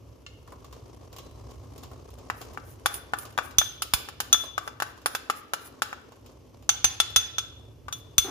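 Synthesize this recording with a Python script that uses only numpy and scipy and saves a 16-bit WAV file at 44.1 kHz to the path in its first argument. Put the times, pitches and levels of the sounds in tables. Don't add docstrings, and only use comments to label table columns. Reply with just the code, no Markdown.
import sys
import numpy as np
from scipy import signal
from scipy.fft import rfft, irfft, next_fast_len
from scipy.io import wavfile
from scipy.ndimage import map_coordinates

SR = 44100
rng = np.random.default_rng(int(sys.argv[2]) if len(sys.argv) > 2 else 0)


def master_out(mix):
    frames = np.transpose(np.atleast_2d(mix))
    ceiling = np.clip(frames, -1, 1)
    pcm = np.round(ceiling * 32767).astype(np.int16)
    wavfile.write(sys.argv[1], SR, pcm)


N = 366030
T = np.arange(SR // 2) / SR

# pitch_hz [Hz], level_db [dB per Hz]
CRACK_SPECTRUM = [(1200, -31.5), (2100, -3.5), (2800, 4), (3700, 2), (4500, 0), (5200, 3), (6000, -1.5),
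                  (7200, 2.5), (8300, -15), (10000, -21), (14000, -34.5)]
# pitch_hz [Hz], level_db [dB per Hz]
SIZZLE_SPECTRUM = [(7000, -24.5), (9300, -3), (9900, -5), (10700, -14), (11600, -2.5), (12300, -12),
                   (13450, 3.5), (14350, -15.5), (14900, 1), (15700, -13.5)]
# pitch_hz [Hz], level_db [dB per Hz]
GRIT_SPECTRUM = [(300, -1), (1300, -2), (2200, -4), (4200, -12.5), (5200, -8), (7200, -5.5), (8400, -9),
                 (11500, -5), (15000, -29), (16000, -20.5)]
# pitch_hz [Hz], level_db [dB], t60_s [s], left_over_right_db [dB]
SPOON_MODES = [(9820, -2, .28, -5), (9960, 0, .08, -6), (10350, -13, .06, -5), (13520, -6, .14, -2)]

SIZZLE_GROWS = 1.5


def digs():
    # start_s [s], strength_db [dB], hardness_db [dB], ring_db [dB over the strength]
    dig_rows = [(2.3001, -27, -16.5, -36), (2.5744, -36, -21, -44), (2.8595, -22, -6.5, -7),
                (3.1353, -23.5, -19.5, -23), (3.3775, -28, -11, -10), (3.3868, -23.5, -17, -18),
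                (3.615, -29, -12, -4), (3.8208, -33, 2.5, -15), (3.9366, -27.5, 5, -4),
                (4.0872, -39.5, -6, -28), (4.2028, -32, 1, -26), (4.345, -28.5, -10, -2),
                (4.5795, -26.5, -11.5, -24), (4.6765, -33.5, -12, -18), (4.8011, -32.5, -8, -10),
                (4.822, -26.5, -9, -30), (5.0597, -24, -7.5, -22), (5.1499, -29.5, -3.5, -7),
                (5.299, -23.5, -10, -26), (5.535, -27.5, -6, -21), (5.8203, -25.5, -5, -24),
                (5.9284, -35.5, -15, -30), (7.883, -38, -13.5, -19)]
    # time_s [s], left_over_right_db [dB]
    dig_side = [(2.3, -3), (3.1, -1), (4.4, .5), (5.0, -2), (7.9, 0)]
    out = np.zeros((2, N))
    for start_s, strength_db, hardness_db, ring_db in dig_rows:
        release = 1 / (1 + amp(-ring_db - 10.5))
        low_db = strength_db + ring_db
        hit = blow(
            clack_db=strength_db,
            crack_db=strength_db + hardness_db,
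            sizzle_db=strength_db - 5.5 + SIZZLE_GROWS * hardness_db,
            ting_db=strength_db - 4 + 1.4 * hardness_db,
            low_db=low_db,
            high_db=low_db - 12,
            release=release)
        side_db = np.interp(start_s, *np.transpose(dig_side))
        add(out, start_s, pan(side_db) * hit)
    return out


def taps():
    # start_s [s], crack_db, low_ring_db, high_ring_db, spoon_ting_db [all dB],
    # tipped [0 upright to 1 tipped], after_ring_db [dB]
    tap_rows = [(3.584, -24, -20.5, -14.5, -50, 0, -.5), (4.3285, -26.5, -17, -15, -40, 0, -3),
                (6.692, -23.5, -27, -19, -48, 1, -.5), (6.8438, -22, -24.5, -17, -41, 1, -.5),
                (7.0011, -24, -18, -29, -30, 1, -2), (7.1611, -20, -18, -19.5, -27, .8, 0),
                (7.3828, -31, -26.5, -30, -60, 1, -1), (7.9263, -39.5, -37, -35, -65, .3, -7),
                (8.1815, -24, -20, -16, -45, 0, 0)]
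    out = np.zeros((2, N))
    for start_s, crack_db, low_db, high_db, ting_db, tipped, after_db in tap_rows:
        clack_db = crack_db + np.interp(tipped, (0, 1), (-10, -4))
        sizzle_db = crack_db + np.interp(tipped, (0, 1), (1, -13))
        side_db = np.interp(tipped, (0, 1), (2.5, -1.8))
        hit = blow(clack_db, crack_db, sizzle_db, ting_db, low_db, high_db, release=amp(after_db))
        add(out, start_s, pan(side_db) * hit)
    return out


def blow(clack_db, crack_db, sizzle_db, ting_db, low_db, high_db, release):
    # pitch_hz [Hz], level_db [dB per Hz]
    clack_spectrum = [(120, -28), (300, -18), (600, -12), (850, -3.5), (1040, -5), (1200, 2.5), (1520, -.5),
                      (1800, -9), (2300, -16.5), (2850, -17), (3500, -38)]
    # pitch_hz [Hz], level_db [dB], t60_s [s],
    # left_over_right_db [dB]
    pressed_modes = [(850, -2, .05, 5), (1040, -7, .05, 5), (1184, -2, .06, 4), (1336, -3, .18, 2),
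                     (1512, -2, .06, 6), (1733, -5, .06, 6), (2290, -11, .08, 6), (2762, -10, .15, 4)]
    low_modes = [(1340, -17, .45, 3), (2790, -20, .22, 3), (3456, -2, .45, 5), (3470, -3, .42, 5),
                 (3570, -13, .12, 2), (3790, -15, .1, 2), (4050, -17, .1, 0), (5100, -19, .2, 0)]
    high_modes = [(6178, -5, .33, -5), (6196, -1, .35, -6), (6330, -14, .1, -6), (6900, -14, .12, -2),
                  (9283, -17, .25, -1), (9812, -16, .35, -7), (11200, -24, .14, 0), (14790, -21, .27, 1)]

    clack = amp(clack_db - 2.7) * pan(6.4) * burst(clack_spectrum, t60=.036, spike=0.82, apart=0.75)
    clack += amp(clack_db - 6) * ring(pressed_modes, grip_t60=.04, free=.07, scatter_db=2.5)
    clack = lead_left(clack)

    crack = amp(crack_db) * pan(0.96) * burst(CRACK_SPECTRUM, t60=.052, spike=0.17, apart=1.0)
    crack += amp(sizzle_db) * pan(-1) * burst(SIZZLE_SPECTRUM, t60=.052, spike=0.26, apart=.9)

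    glass = amp(low_db) * ring(low_modes, grip_t60=.06, free=0.15 * release, scatter_db=0)
    glass += amp(high_db) * ring(high_modes, grip_t60=.055, free=.05, scatter_db=0.5)
    ting = amp(ting_db) * ring(SPOON_MODES, grip_t60=0.041, free=.12, scatter_db=1.0)

    to_room = amp(-12.5) * clack + amp(-11.5) * crack
    to_room = to_room + amp(-13) * np.sqrt(release) * glass + amp(-17.5) * ting
    sound = kitchen(to_room)
    sound[:, :len(T)] += clack + crack + glass + ting
    return sound


def lead_left(x, lag_s=.00012):
    lags = np.array([[0], [lag_s]])
    return filtered(x, lambda hz: np.exp(-2j * np.pi * hz * lags))


def ticks():
    # start_s [s], strength_db [dB], hardness_db [dB]
    tick_rows = [(0.476, -54, -8), (0.5218, -47.5, -16), (0.645, -53, -3), (0.7268, -52, -1),
                 (1.1284, -53.5, 0), (1.1639, -53, 3), (1.185, -50, 2.5), (1.509, -60, 2), (1.7791, -63, 9),
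                 (1.8343, -52, 2.5), (1.915, -51.5, -11), (2.1037, -68, 8), (2.185, -60, 2),
                 (2.4146, -50, 4), (2.5342, -65, 8), (3.2526, -52, 3), (3.3249, -63, 3), (3.5095, -57, 3),
                 (4.438, -45, -7), (4.9766, -54.5, -6), (5.0166, -61, 2), (6.1208, -55, -4),
                 (6.2618, -63, 6), (6.6243, -63, 2), (7.102, -58, 6)]
    # pitch_hz [Hz], level_db [dB per Hz]
    touch_spectrum = [(200, -14), (400, -5.5), (750, -3.5), (900, -7.5), (1100, 2.5), (1300, -10.5),
                      (1600, -13), (3000, -30)]
    out = np.zeros((2, N))
    for start_s, strength_db, hardness_db in tick_rows:
        crack_db = strength_db + hardness_db - 1
        sizzle_db = strength_db - 7.5 + SIZZLE_GROWS * hardness_db
        tick = amp(strength_db + 2.0) * burst(touch_spectrum, t60=.08, spike=.3, apart=.6)
        tick += amp(crack_db) * burst(CRACK_SPECTRUM, t60=0.11, spike=0.19, apart=.8)
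        tick += amp(sizzle_db) * burst(SIZZLE_SPECTRUM, t60=.04, spike=.3, apart=0.76)
        add(out, start_s, tick)
    return in_kitchen(out, wet_db=-9)[:, :N]


def scrapes(firm_db=-55, squeak_grows=.5):
    # start_s [s], length_s [s], strength_db [dB]
    scrape_rows = [(2.337, .145, -63), (2.626, .142, -62), (2.889, .117, -51), (3.148, .124, -56),
                   (3.409, .105, -57.5), (4.374, .102, -55.5), (4.605, .1, -63), (4.849, .087, -64),
                   (5.096, .09, -57.5), (5.335, .088, -58.5), (5.597, .106, -56), (5.865, .09, -69),
                   (7.905, .114, -62)]
    # [dB, each of two passes]
    edge_modes = [(13450, 380, 0.5), (14850, 450, -5.5)]
    out = np.zeros((2, N))
    for start_s, length_s, strength_db in scrape_rows:
        size = max(int(length_s * SR), 256)
        pressure = signal.windows.tukey(size, .7)
        roughness_db = 2.5 * wobble(600, size) + 2.5 * wobble(45, size)
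        slips = unit(amp(roughness_db)) * pressure

        squeak_hz = 9850 + 450 * pressure + 170 * wobble(35, size) + 260 * wobble(1500, size)
        cycles = np.cumsum(squeak_hz) / SR + rng.random((2, 1))
        squeak = slips * unit(np.sin(2 * np.pi * cycles))

        edge = resonate(slips * white(size, 1.0), edge_modes)
        edge = unit(resonate(edge, edge_modes))
        grit = slips * noise(GRIT_SPECTRUM, size, 0.88)

        squeak_db = squeak_grows * (strength_db - firm_db) + .8
        stroke = amp(squeak_db) * pan(-4.5) * squeak + amp(-.6) * edge + amp(3) * grit
        add(out, start_s, in_kitchen(amp(strength_db) * stroke, wet_db=-13))
    return out


def bright_tings():
    # start_s [s], ting_db [dB]
    ting_rows = [(2.8595, -34), (2.9409, -35), (3.1867, -37.5), (5.0597, -29.5)]
    out = np.zeros((2, N))
    for start_s, ting_db in ting_rows:
        ting = amp(ting_db) * ring(SPOON_MODES, grip_t60=.045, free=.08, scatter_db=1.0)
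        ting += amp(ting_db - 9) * burst(CRACK_SPECTRUM, t60=.05, spike=.2, apart=.9)
        ting += amp(ting_db - 10) * burst(SIZZLE_SPECTRUM, t60=.05, spike=.2, apart=.9)
        add(out, start_s, ting)
    return in_kitchen(out, wet_db=-13)[:, :N]


def thumps():
    # [dB, before each side's own gain]
    thump_rows = [(3.583, -19.5), (3.939, -19.5), (6.846, -24), (7.163, -23.5), (8.183, -17)]
    side_gain = amp([[-24], [5]])
    swing = np.cos(2 * np.pi * 62 * T) * fade(0.054) * (1 - fade(.012))
    out = np.zeros((2, N))
    for start_s, strength_db in thump_rows:
        add(out, start_s, side_gain * amp(strength_db) * swing)
    return out


def steel_ring(start_s=1.19, level_db=-61.5, hz=4000, t60=.8):
    out = np.zeros((2, N))
    tone = ring([(hz, 0, t60, 0)], grip_t60=.05, free=.5, scatter_db=0)
    add(out, start_s, in_kitchen(amp(level_db) * tone, wet_db=-3))
    return out


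def pot_rub(start_s=8.24, level_db=-37):
    # pitch_hz [Hz], width_hz [Hz], level_db [dB]
    pot_modes = [(280, 36, -3), (382, 21.4, 6), (746, 50, -5), (875, 34, -6), (1020, 80, -13),
                 (1407, 240, -10)]
    out = np.zeros((2, N))
    size = SR // 8
    hollow = unit(resonate(white(size, 0.22), pot_modes))
    softened = 1 - fade(0.045)[:size]
    add(out, start_s, amp(level_db) * pan(2.5) * hollow * softened)
    return out


def clink(start_s=.264, level_db=-46.5, crack_db=-50):
    # pitch_hz [Hz], level_db [dB], t60_s [s], left_over_right_db [dB]
    utensil_modes = [(1150, -6, .1, 0), (1400, -7, .06, 0), (1750, -8, .06, 0), (2150, -5, .07, 0),
                     (2700, -4, .08, 0), (2790, -2, .1, 0), (2895, -1, .18, 0), (4250, -7, .08, 0)]
    out = np.zeros((2, N))
    hit = amp(level_db) * ring(utensil_modes, grip_t60=.06, free=.15, scatter_db=1)
    hit += amp(crack_db) * burst(CRACK_SPECTRUM, t60=.06, spike=.3, apart=0.7)
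    add(out, start_s, in_kitchen(hit, wet_db=-7))
    return out


def background():
    # pitch_hz [Hz], level_db [dB per Hz]
    hum_spectrum = [(20, -42.5), (38, -15.5), (52, -8), (62, 3.5), (76, -3.5), (110, 0), (135, -9),
                    (180, -22.5), (300, -54.5)]
    air_spectrum = [(88, -27), (150, -2), (182, -6.5), (270, 1.5), (578, -5), (716, -17), (998, -16.5),
                    (1940, -27.5), (2920, -21), (3920, -29.5), (5910, -25), (8730, -40), (12700, -29.5),
                    (14800, -46.5), (16000, -58.5)]
    powder_spectrum = [(150, -12), (205, -6.5), (255, 5), (310, -3), (420, 2), (800, -7), (1100, -5.5),
                       (1500, -22), (3000, -24.5), (6000, -20.5), (9000, -32), (13000, -42.5), (16000, -52)]
    # [dB, before a fixed gain]
    hum_course = [(0.0, -54), (0.29, -54), (0.68, -51), (1.18, -52), (1.31, -49), (1.59, -48), (1.9, -49),
                  (1.97, -50), (4.79, -56), (5.22, -61), (5.31, -65), (5.58, -64), (5.72, -60), (6.2, -60),
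                  (6.88, -50), (7.42, -53), (8.15, -51)]
    # [dB, before its swings are widened]
    handling = [(0.0, -59), (0.16, -59), (0.91, -54), (1.43, -54), (1.7, -52), (2.65, -54), (3.38, -52),
                (3.63, -56), (3.83, -57), (6.17, -57), (6.56, -59), (6.92, -56), (7.78, -61), (8.15, -58)]

    hum = amp(curve(hum_course) + 2.5) * pan(-1.2) * noise(hum_spectrum, N, 0.15)
    air = amp(-57.5) * noise(air_spectrum, N, 0.53)

    grains = unit(amp(3.8 * wobble(150, N) + 2.6 * wobble(14, N)))
    slips = rng.random(N) < 45 / SR
    slip_strength = amp(np.minimum(4 * rng.exponential(size=N), 12))
    crumb = burst(GRIT_SPECTRUM, t60=.02, spike=.3, apart=1.0)
    crumbs = signal.fftconvolve((slips * slip_strength)[None], crumb, axes=1)[:, :N]
    rustle = amp(-2.0) * grains * noise(powder_spectrum, N, 0.67) + amp(-18) * unit(crumbs)

    motion_db = curve(handling)
    mean_db = motion_db.mean()
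    swing_db = 1.5 * (motion_db - mean_db)
    return hum + air + amp(mean_db + swing_db + 2.6) * pan(1.5) * rustle


def kitchen(x):
    # pitch_hz [Hz], t60_s [s]
    room_decay = [(200, 0.71), (1300, 0.56), (3500, 0.67), (7000, 0.39), (14000, 0.36)]
    hz, t, z = signal.stft(rng.standard_normal((2, len(T))), SR, nperseg=256)
    decay_db = -60 * t / along(room_decay, hz)[:, None]
    tail = signal.istft(z * amp(decay_db), SR, nperseg=256)[1][:, :len(T)]
    tail = tail * (1 - fade(0.019))
    return signal.fftconvolve(x, tail / np.linalg.norm(tail[0]), axes=1)


def in_kitchen(x, wet_db):
    return np.pad(x, ((0, 0), (0, len(T) - 1))) + amp(wet_db) * kitchen(x)


def burst(spectrum, t60, spike, apart):
    size = 8192
    push = white(size, apart) * fade(t60)[:size]
    push /= np.linalg.norm(push[0])
    push[[0, 1], [0, 4]] += spike
    hit = irfft(rfft(push) * causal(spectrum, size), size)
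    return np.pad(struck(hit), ((0, 0), (0, len(T) - size)))


def causal(spectrum, size):
    gain = amp(along(spectrum, np.fft.rfftfreq(size, 1 / SR)))
    cepstrum = irfft(np.log(gain), size)
    cepstrum[1:size // 2] *= 2
    cepstrum[size // 2 + 1:] = 0
    return np.exp(rfft(cepstrum))


def ring(modes, grip_t60, free, scatter_db):
    out = 0
    gripped = fade(grip_t60)
    for hz, db, t60, side_db in modes:
        struck_hz = hz * (1 + rng.normal(0, 0.0011))
        port_phase = rng.normal(0, hz / 2000, (2, 1))
        phase = 2 * np.pi * struck_hz * T + port_phase
        swing = np.sin(phase.astype(np.float32)) * (gripped + free * fade(t60))
        out = out + amp(db + rng.normal(0, scatter_db)) * pan(side_db) * swing
    return struck(out * (1 - fade(.001)))


def resonate(x, modes):
    def response(f):
        total = 0
        for k, (center, width, db) in enumerate(modes):
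            peak = 1j * f * width / (center * center - f * f + 1j * f * width)
            total = total + (-1) ** k * amp(db) * peak
        return total
    return filtered(x, response)


def noise(spectrum, size, apart):
    return unit(filtered(white(size, apart), lambda hz: amp(along(spectrum, hz))))


def white(size, apart):
    mid, side = rng.standard_normal((2, size))
    return np.array([mid + apart * side, mid - apart * side])


def filtered(x, response):
    n = x.shape[-1]
    m = next_fast_len(n + 4096)
    return irfft(rfft(x, m) * response(np.fft.rfftfreq(m, 1 / SR)), m)[..., :n]


def wobble(rate, size):
    knots = rng.standard_normal(int(size * rate / SR) + 4)
    return map_coordinates(knots, [np.arange(size) * rate / SR])


def curve(rows):
    return np.interp(np.arange(N) / SR, *np.transpose(rows))


def along(points, hz):
    f, v = np.transpose(points)
    return np.interp(np.log(hz + 1), np.log(f + 1), v)


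def fade(t60):
    return np.exp(-np.log(1000) * T / max(t60, 1e-4))


def amp(db):
    return 10 ** (np.asarray(db) / 20)


def pan(db):
    return amp([[db / 2], [-db / 2]])


def unit(x):
    return x / np.sqrt(np.mean(x ** 2) + 1e-20)


def struck(x):
    return x / np.sqrt(np.mean(x[..., :SR // 50] ** 2) + 1e-20)


def add(out, start_s, x):
    i = round(start_s * SR)
    out[:, i:i + x.shape[1]] += x[:, :max(N - i, 0)]


def scene():
    spoon = digs() + taps() + ticks() + scrapes() + bright_tings() + thumps() + steel_ring()
    return spoon + pot_rub() + clink() + background()


def record(dry, top_hz=15500):
    def response(hz):
        low_cut = (1j * hz / (1j * hz + 22)) ** 2
        band_limit = (1 - np.tanh((hz - top_hz) / 150)) / 2
        return low_cut * band_limit
    return filtered(np.clip(dry, -1, 1), response)


dry = scene()
out = record(dry)
master_out(out)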